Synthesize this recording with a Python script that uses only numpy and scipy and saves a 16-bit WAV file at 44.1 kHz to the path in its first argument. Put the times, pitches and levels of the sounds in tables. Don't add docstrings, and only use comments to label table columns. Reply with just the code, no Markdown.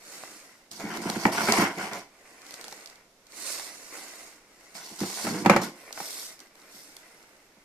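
import sys
import numpy as np
from scipy import signal
from scipy.fft import rfft, irfft, next_fast_len
from scipy.io import wavfile
from scipy.ndimage import uniform_filter1d

SR = 44100
rng = np.random.default_rng(int(sys.argv[2]) if len(sys.argv) > 2 else 0)


def output_pcm(signal):
    pcm = np.clip(np.atleast_2d(signal).T, -1, 1) * 32767
    wavfile.write(sys.argv[1], SR, np.round(pcm).astype(np.int16))


N = 336924
TIME_S = np.arange(N) / SR
BINS_HZ = np.fft.rfftfreq(4096, 1 / SR)

# (frequency [Hz], relative level [dB], t60 [s])
TUB_MODES = [(65.3, -29, 0.11), (115.6, -17.5, 0.2), (166.8, -5.5, 0.12), (186.8, -1, 0.11),
             (228.7, 0, 0.086), (282.2, 5.5, 0.12), (282.4, 7, 0.12), (346.3, -1.5, 0.074),
             (417, -10, 0.072), (489, -18, 0.18)]
# (frequency [Hz], relative level [dB], t60 [s])
BLADE_MODES = [(573, 12.5, 0.12), (686, -9.5, 0.075), (818, -4.5, 0.17), (855, 9.5, 0.14),
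               (960, -11.5, 0.55), (1060, -9.5, 0.56), (1132, -12.5, 0.14), (1290, 14, 0.097),
               (1700, -15, 0.18), (1780, -19.5, 0.06), (2170, -10, 0.053), (2227, 3, 0.12),
               (2720, -4, 0.17)]
# (frequency [Hz], relative level [dB per Hz])
CLACK_SPECTRUM = [(40, -28.5), (150, -16.5), (350, -15), (470, -10), (620, -6), (800, -0.5), (1100, -8.5),
                  (1500, -10), (2250, -11.5), (2800, -21), (3600, -32), (7000, -53)]
# (frequency [Hz], relative level [dB per Hz])
EDGE_SPECTRUM = [(1500, -32), (2800, -4), (4500, 5), (6500, 1), (10000, -7.5), (11000, -8), (14500, -8.5)]


def amp(db):
    return 10 ** (np.asarray(db) / 20)


def unit(x):
    return x / np.sqrt(np.mean(x ** 2) + 1e-20)


def read(points, hz):
    f, value = np.transpose(points)
    return np.interp(np.log(hz + 1), np.log(f + 1), value)


def add(mix, start_s, sound):
    part = mix[:, max(round(start_s * SR), 0):][:, :sound.shape[1]]
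    part += sound[:, :part.shape[1]]


def convolve(x, response):
    return signal.oaconvolve(np.atleast_2d(x), np.atleast_2d(response), axes=1)[:, :x.shape[-1]]


def panned(x, lean_db):
    return x * amp(np.array([[lean_db], [-lean_db]]) / 2)


def together(gains):
    return np.sqrt(sum(g ** 2 for g in gains))


def colour(spectrum):
    log_gain = np.log(amp(np.maximum(read(spectrum, BINS_HZ), -90)))
    circle = np.concatenate([log_gain, log_gain[-2:0:-1]])
    response = np.fft.ifft(np.exp(np.conj(signal.hilbert(circle)))).real
    return response[:len(BINS_HZ)]


def ring(modes, size=16000):
    t = np.arange(size) / SR
    x = np.zeros(size)
    for k, (hz, db, t60_s) in enumerate(modes):
        decay = amp(db - 60 * t / t60_s)
        x += (-1) ** k * decay * np.sin(2 * np.pi * hz * t)
    return x / abs(x).max()


def burst(t60_s, size=6000):
    decay = amp(-60 * np.arange(size) / SR / max(t60_s, 1e-3))
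    x = rng.standard_normal((2, size)) * decay
    return x / np.linalg.norm(x, axis=1, keepdims=True)


def blow(response, t60_s, size=440):
    x = signal.fftconvolve(burst(t60_s), response[None], axes=1)
    return x / np.sqrt(uniform_filter1d((x ** 2).mean(0), size).max())


def collisions(per_s, spread_db, clump_db, clump_hz, t60_s, count=10, order=3):
    avalanche = (TIME_S * clump_hz + .4 * np.sin(TIME_S * clump_hz)).astype(int)
    clumps = uniform_filter1d(np.clip(rng.standard_normal(N), -2, 2)[avalanche], 80)
    size_db = spread_db * np.minimum(rng.exponential(1, N), 4) + clump_db * clumps
    struck = rng.random(N) < per_s / SR
    hits = amp(size_db) * rng.choice([-1, 1], N) * struck
    first_place = rng.integers(0, count, N)[avalanche // order]
    place = (first_place + rng.integers(0, order, N)) % count
    return sum(convolve(hits * (place == k), burst(t60_s, size=1000)) for k in range(count))


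def air():
    # (frequency [Hz], relative level [dB per Hz])
    hush_spectrum = [(25, 0.5), (80, -10.5), (200, -1.5), (440, -1.5), (830, -5.5), (1300, -9.5),
                     (2100, -8), (3100, -12), (5500, -9.5), (9500, -17), (14000, -19.5)]
    return amp(-61) * unit(convolve(rng.standard_normal((2, N)), colour(hush_spectrum)))


def shed(x, gap_s=0.005):
    # (frequency [Hz], t60 [s])
    decay_times = [(100, 0.15), (400, 0.36), (1500, 0.21), (5000, 0.29), (14000, 0.17)]
    hz, t, z = signal.stft(rng.standard_normal((2, SR // 2)), SR, nperseg=256)
    tail = signal.istft(z * amp(-60 * t / read(decay_times, hz)[:, None]), SR)[1]
    tail *= np.clip(np.arange(tail.shape[1]) / SR / gap_s - 1, 0, 1)
    return convolve(x, tail / np.linalg.norm(tail[0]))


def strays():
    # (start [s], end [s], rate [pellets/s], typical relative tick level [dB])
    showers = [(2.329, 3.02, 20, -40.5), (5.704, 7.5, 6, -49.5)]
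    rows = []
    for start_s, end_s, per_s, typical_db in showers:
        chance = rng.random((60, 2))
        times_s = start_s + np.cumsum(2 * chance[:, 0]) / per_s
        levels_db = typical_db + 5 * (2 * chance[:, 1] - 1)
        rows += [(s, db, db - 23) for s, db in zip(times_s, levels_db) if s < end_s]
    return rows


def ticks():
    # (time [s], relative tick level [dB], relative knock level [dB])
    strikes = [(0.7143, -28, -69), (0.9717, -25.5, -28), (1.0994, -17, -22.5), (1.5224, -6, -20),
               (1.933, -25, -52), (2.5082, -31, -40), (2.5406, -27.5, -40), (2.6115, -29.5, -43),
               (2.6419, -29.5, -37.5), (2.6813, -29.5, -39), (2.7252, -29.5, -35), (2.8594, -30, -54),
               (2.8735, -35, -59), (3.268, -41, -64), (3.3213, -38, -54), (3.5967, -31, -31.5),
               (4.7516, -36, -36), (5.0045, -24, -31), (5.9074, -48, -35), (5.9269, -24.5, -57),
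               (6.3919, -37.5, -57), (6.4028, -33.5, -54), (6.5538, -43.5, -48), (6.9666, -31, -50)]
    out, clack, edge = np.zeros((2, N)), colour(CLACK_SPECTRUM), colour(EDGE_SPECTRUM)
    for s, tick_db, knock_db in strikes + strays():
        add(out, s, amp(tick_db - 10.5) * blow(edge, t60_s=0.016))
        add(out, s, amp(knock_db - 8) * blow(clack, t60_s=0.02))
    return out


def speed(start_s, rise_s, hold_s, fall_s):
    t = TIME_S - start_s
    return np.clip(np.minimum(t / rise_s, 1 - (t - rise_s - hold_s) / fall_s), 0, 1)


def sliding_soil():
    # (start [s], rise [s], hold [s], fall [s],
    # relative fizz level [dB], relative rustle level [dB], lean of the fizz to the left [dB])
    slides = [(-0.07, 0.19, 0.027, .58, -45, -48, 0.5), (2.003, 0.31, 0.025, 0.11, -59, -53, -3),
              (2.282, 0.22, .24, .36, -51, -49, 0), (3.275, 0.21, 0.025, 0.29, -34, -43.5, -3),
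              (3.143, .6, .5, .22, -48.5, -50.5, -1), (3.884, 0.056, 0.044, 0.24, -45, -45.5, -2),
              (4.27, 0.4, 0.19, 0.098, -57.5, -56, 3), (4.798, 0.34, .1, 0.23, -40, -49.5, -3)]
    # (start [s], rise [s], hold [s], fall [s],
    # relative fizz level [dB], relative rustle level [dB])
    sweeps = [(5.625, 0.18, 0.14, .1, -54.5, -50.5), (5.902, 0.1, .22, 0.18, -38.5, -47.5),
              (6.36, 0.038, 0.028, 0.12, -59.5, -55), (6.495, 0.093, 0.48, 0.66, -58.5, -55),
              (6.665, .07, 0.058, 0.27, -50, -76), (7.507, 0.11, 0.073, .1, -73, -63.5)]
    # (frequency [Hz], relative level [dB per Hz])
    fizz_spectrum = [(1500, -35), (2500, -8), (3200, -11.5), (4300, -2.5), (5200, -2), (6700, -1),
                     (8700, -5), (9800, -4.5), (10900, -12.5), (12000, -11), (13800, -10.5), (14800, -37)]
    rub_spectrum = [(1500, -48.5), (2500, -13), (3200, -7.5), (4400, -1), (5300, 0.5), (7000, -2),
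                    (9800, -3), (10900, -8.5), (12200, -4), (14000, -10), (14800, -17)]
    rustle_spectrum = [(60, -73.5), (140, -16.5), (230, -5), (300, -1), (450, -2), (700, -2.5), (1000, -3),
                       (1400, -4.5), (2100, 0), (2850, -9.5), (4300, -27.5)]
    fizz_power, rustle_power = 1.48, 0.98

    pellets = collisions(per_s=5900, spread_db=1.0, clump_db=1.0, clump_hz=110.5, t60_s=0.0073, count=16)
    fizz = unit(convolve(pellets, colour(fizz_spectrum)))
    rub = unit(convolve(pellets, colour(rub_spectrum)))
    grains = collisions(per_s=3000, spread_db=3.5, clump_db=0.86, clump_hz=69.64, t60_s=0.021)
    rustle = unit(convolve(grains, colour(rustle_spectrum)))

    blade = together(panned(amp(db) * speed(*timing) ** fizz_power, lean_db)
                     for *timing, db, _, lean_db in slides)
    glove = together(amp(db) * speed(*timing) ** fizz_power for *timing, db, _ in sweeps)
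    beneath = together(amp(row[5]) * speed(*row[:4]) ** rustle_power for row in slides + sweeps)
    bright = fizz * blade + panned(rub * glove, lean_db=0.3)
    return amp(-1.0) * bright + amp(-1.5) * rustle * beneath


def knocks():
    # (time [s], relative clack level [dB], relative thump level [dB],
    # bareness of the blade [0 buried, 1 free])
    blows = [(0.236, -31.5, -67, 0), (0.838, -39, -30, 0.58), (1.055, -30.5, -27, 0.11),
             (1.091, -26.5, -30, 1), (1.163, -31, -25, 0.58), (1.253, -4, -15.5, 0.24),
             (1.487, -14, -23.5, 0.72), (1.584, -18.5, -17.5, 1), (1.622, -18, -22, .8),
             (4.912, -52, -43.5, .7), (5.012, -29, -23, 1), (5.032, -27.5, -28, 1), (5.243, -36, -30, 1),
             (5.268, -20, -27, 0.98), (5.449, -21.5, -29, 0.79), (5.46, -7, -13.5, .8),
             (5.497, -1.5, -14, 0.79), (5.563, -9, -36, 0.93), (5.975, -26, -64, 0.23),
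             (6.002, -25.5, -44, 0.4), (6.744, -58, -54, 0.69), (7.568, -57, -56, .5)]
    out, clack, edge = np.zeros((2, N)), colour(CLACK_SPECTRUM), colour(EDGE_SPECTRUM)
    thump, blade = np.tile(ring(TUB_MODES), (2, 1)), np.tile(ring(BLADE_MODES), (2, 1))
    for s, clack_db, thump_db, bare in blows:
        edge_db = np.interp(bare, (0, 1), (-39, -17.5))
        ring_db = np.interp(bare, (0, 1), (-19.5, -13))
        clack_t60_s = np.interp(bare, (0, 1), (0.016, 0.055))
        add(out, s, amp(clack_db - 7) * blow(clack, clack_t60_s))
        add(out, s, amp(clack_db + ring_db) * blade)
        add(out, s, amp(thump_db - 0.5) * thump)
        add(out, s, amp(clack_db + edge_db) * blow(edge, clack_t60_s))
    return out


def push(start_s, length_s, swell_db, stop_db_per_s):
    attack_s = 0.011
    t = TIME_S - start_s
    swell = swell_db * (np.clip(t / length_s, 0, 1) - .5)
    stop = stop_db_per_s * np.maximum(t - length_s, 0)
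    return np.clip(t / attack_s, 0, 1) * amp(np.maximum(swell - stop, -150))


def judder():
    steps_per_s, depth_db = 36, 1.8
    steps = rng.uniform(-1, 1, 1000)
    return amp(depth_db * np.interp(steps_per_s * TIME_S, np.arange(len(steps)), steps))


def shovelling():
    # (start [s], length [s], swell from start to end [dB],
    # relative crunch level [dB], relative rasp level [dB], relative boom level [dB])
    pushes = [(0.708, 0.078, -1, -45, -52.5, -56), (0.789, 0.18, 8, -46, -40.5, -36.5),
              (1.006, 0.27, 5.5, -41, -37.5, -37.5), (1.315, .15, 0, -34.5, -30, -39),
              (1.467, 0.16, 2, -31, -23, -32), (1.656, 0.23, 4, -50, -44.5, -55),
              (1.77, 0.059, 4.5, -42.5, -32.5, -41.5), (1.907, 0.073, -1, -44, -39, -43.5),
              (4.74, 0.2, -3, -46.5, -51.5, -59), (4.982, .31, 1, -39.5, -45, -52.5),
              (5.24, 0.19, -3.5, -42, -41, -31), (5.505, 0.091, -15, -47.5, -30.5, -26.5),
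              (5.611, 0.012, -3, -33, -32, -30.5)]
    # (frequency [Hz], relative level [dB per Hz])
    crunch_spectrum = [(1590, -36), (2700, -10), (3810, -5), (4370, -1.5), (5570, 0), (6620, -4),
                       (9820, -6), (10700, -14), (12600, -7), (14200, -15.5), (15000, -29.5)]
    rasp_spectrum = [(240, -35.5), (400, -5), (456, -8), (497, -14.5), (692, 0.5), (868, -4.5), (1030, -3),
                     (1240, -11), (1450, -1.5), (1820, -8.5), (2220, -4.5), (2490, -12.5), (3200, -15.5),
                     (4160, -40.5), (7040, -120)]

    pellets = collisions(per_s=4500, spread_db=3.1, clump_db=1.5, clump_hz=120, t60_s=.005, count=16)
    crunch = unit(convolve(pellets, colour(crunch_spectrum)))
    slips = collisions(per_s=1500, spread_db=1.5, clump_db=2.0, clump_hz=70.26, t60_s=0.0082)
    scrape = unit(convolve(slips, colour(rasp_spectrum)))
    ringing = unit(convolve(slips, ring(BLADE_MODES)))
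    rasp = unit(scrape + amp(-10.5) * ringing)
    bumps = collisions(per_s=700, spread_db=0.5, clump_db=1.0, clump_hz=39.6, t60_s=0.0033)
    boom = unit(convolve(bumps, ring(TUB_MODES)))

    crushing = together(amp(db) * push(*shape, stop_db_per_s=260.5) for *shape, db, _, _ in pushes)
    slipping = together(amp(db) * push(*shape, stop_db_per_s=219) for *shape, _, db, _ in pushes)
    pressing = together(amp(db) * push(*shape, stop_db_per_s=240) for *shape, _, _, db in pushes)
    mix = amp(-0.17) * crunch * crushing + amp(-0.63) * rasp * slipping + amp(-1.5) * boom * pressing
    return judder() * mix


def scene():
    hush = air()
    sources = ticks() + sliding_soil() + knocks() + shovelling()
    return sources + shed(amp(-9) * sources) + hush


def record(dry, lag_s=.00005):
    # (frequency [Hz], likeness [-1 to 1])
    likeness = [(100, .985), (350, .98), (700, .93), (1200, .62), (2000, .1), (4000, .1), (14000, .12)]
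    # (frequency [Hz], left minus right [dB])
    balance = [(200, -1.9), (800, -2.5), (1900, 2), (3500, -0.5), (6500, -4), (8500, -4.5), (9900, -8),
               (10800, 0.5), (13000, -3)]
    size = next_fast_len(N + len(BINS_HZ))
    hz = np.fft.rfftfreq(size, 1 / SR)
    a, b = rfft(dry, size)
    alike = np.clip(read(likeness, hz), -1, 1)
    mid = (a + b) * np.sqrt(1 + alike) / 2
    side = (a - b) * np.sqrt(1 - alike) / 2
    lean = amp(read(balance, hz) / 2)
    left = (mid + side) * lean * np.exp(-2j * np.pi * hz * lag_s)
    right = (mid - side) / lean
    ports = irfft(np.array([left, right]), size)[:, :N]
    rounded = ports / (1 + (ports / .95) ** 8) ** (1 / 8)
    low_pass = signal.firwin(501, 14350, window=("kaiser", 8), fs=SR)
    return signal.oaconvolve(rounded, low_pass[None], "same", axes=1)


dry = scene()
out = record(dry)
output_pcm(out)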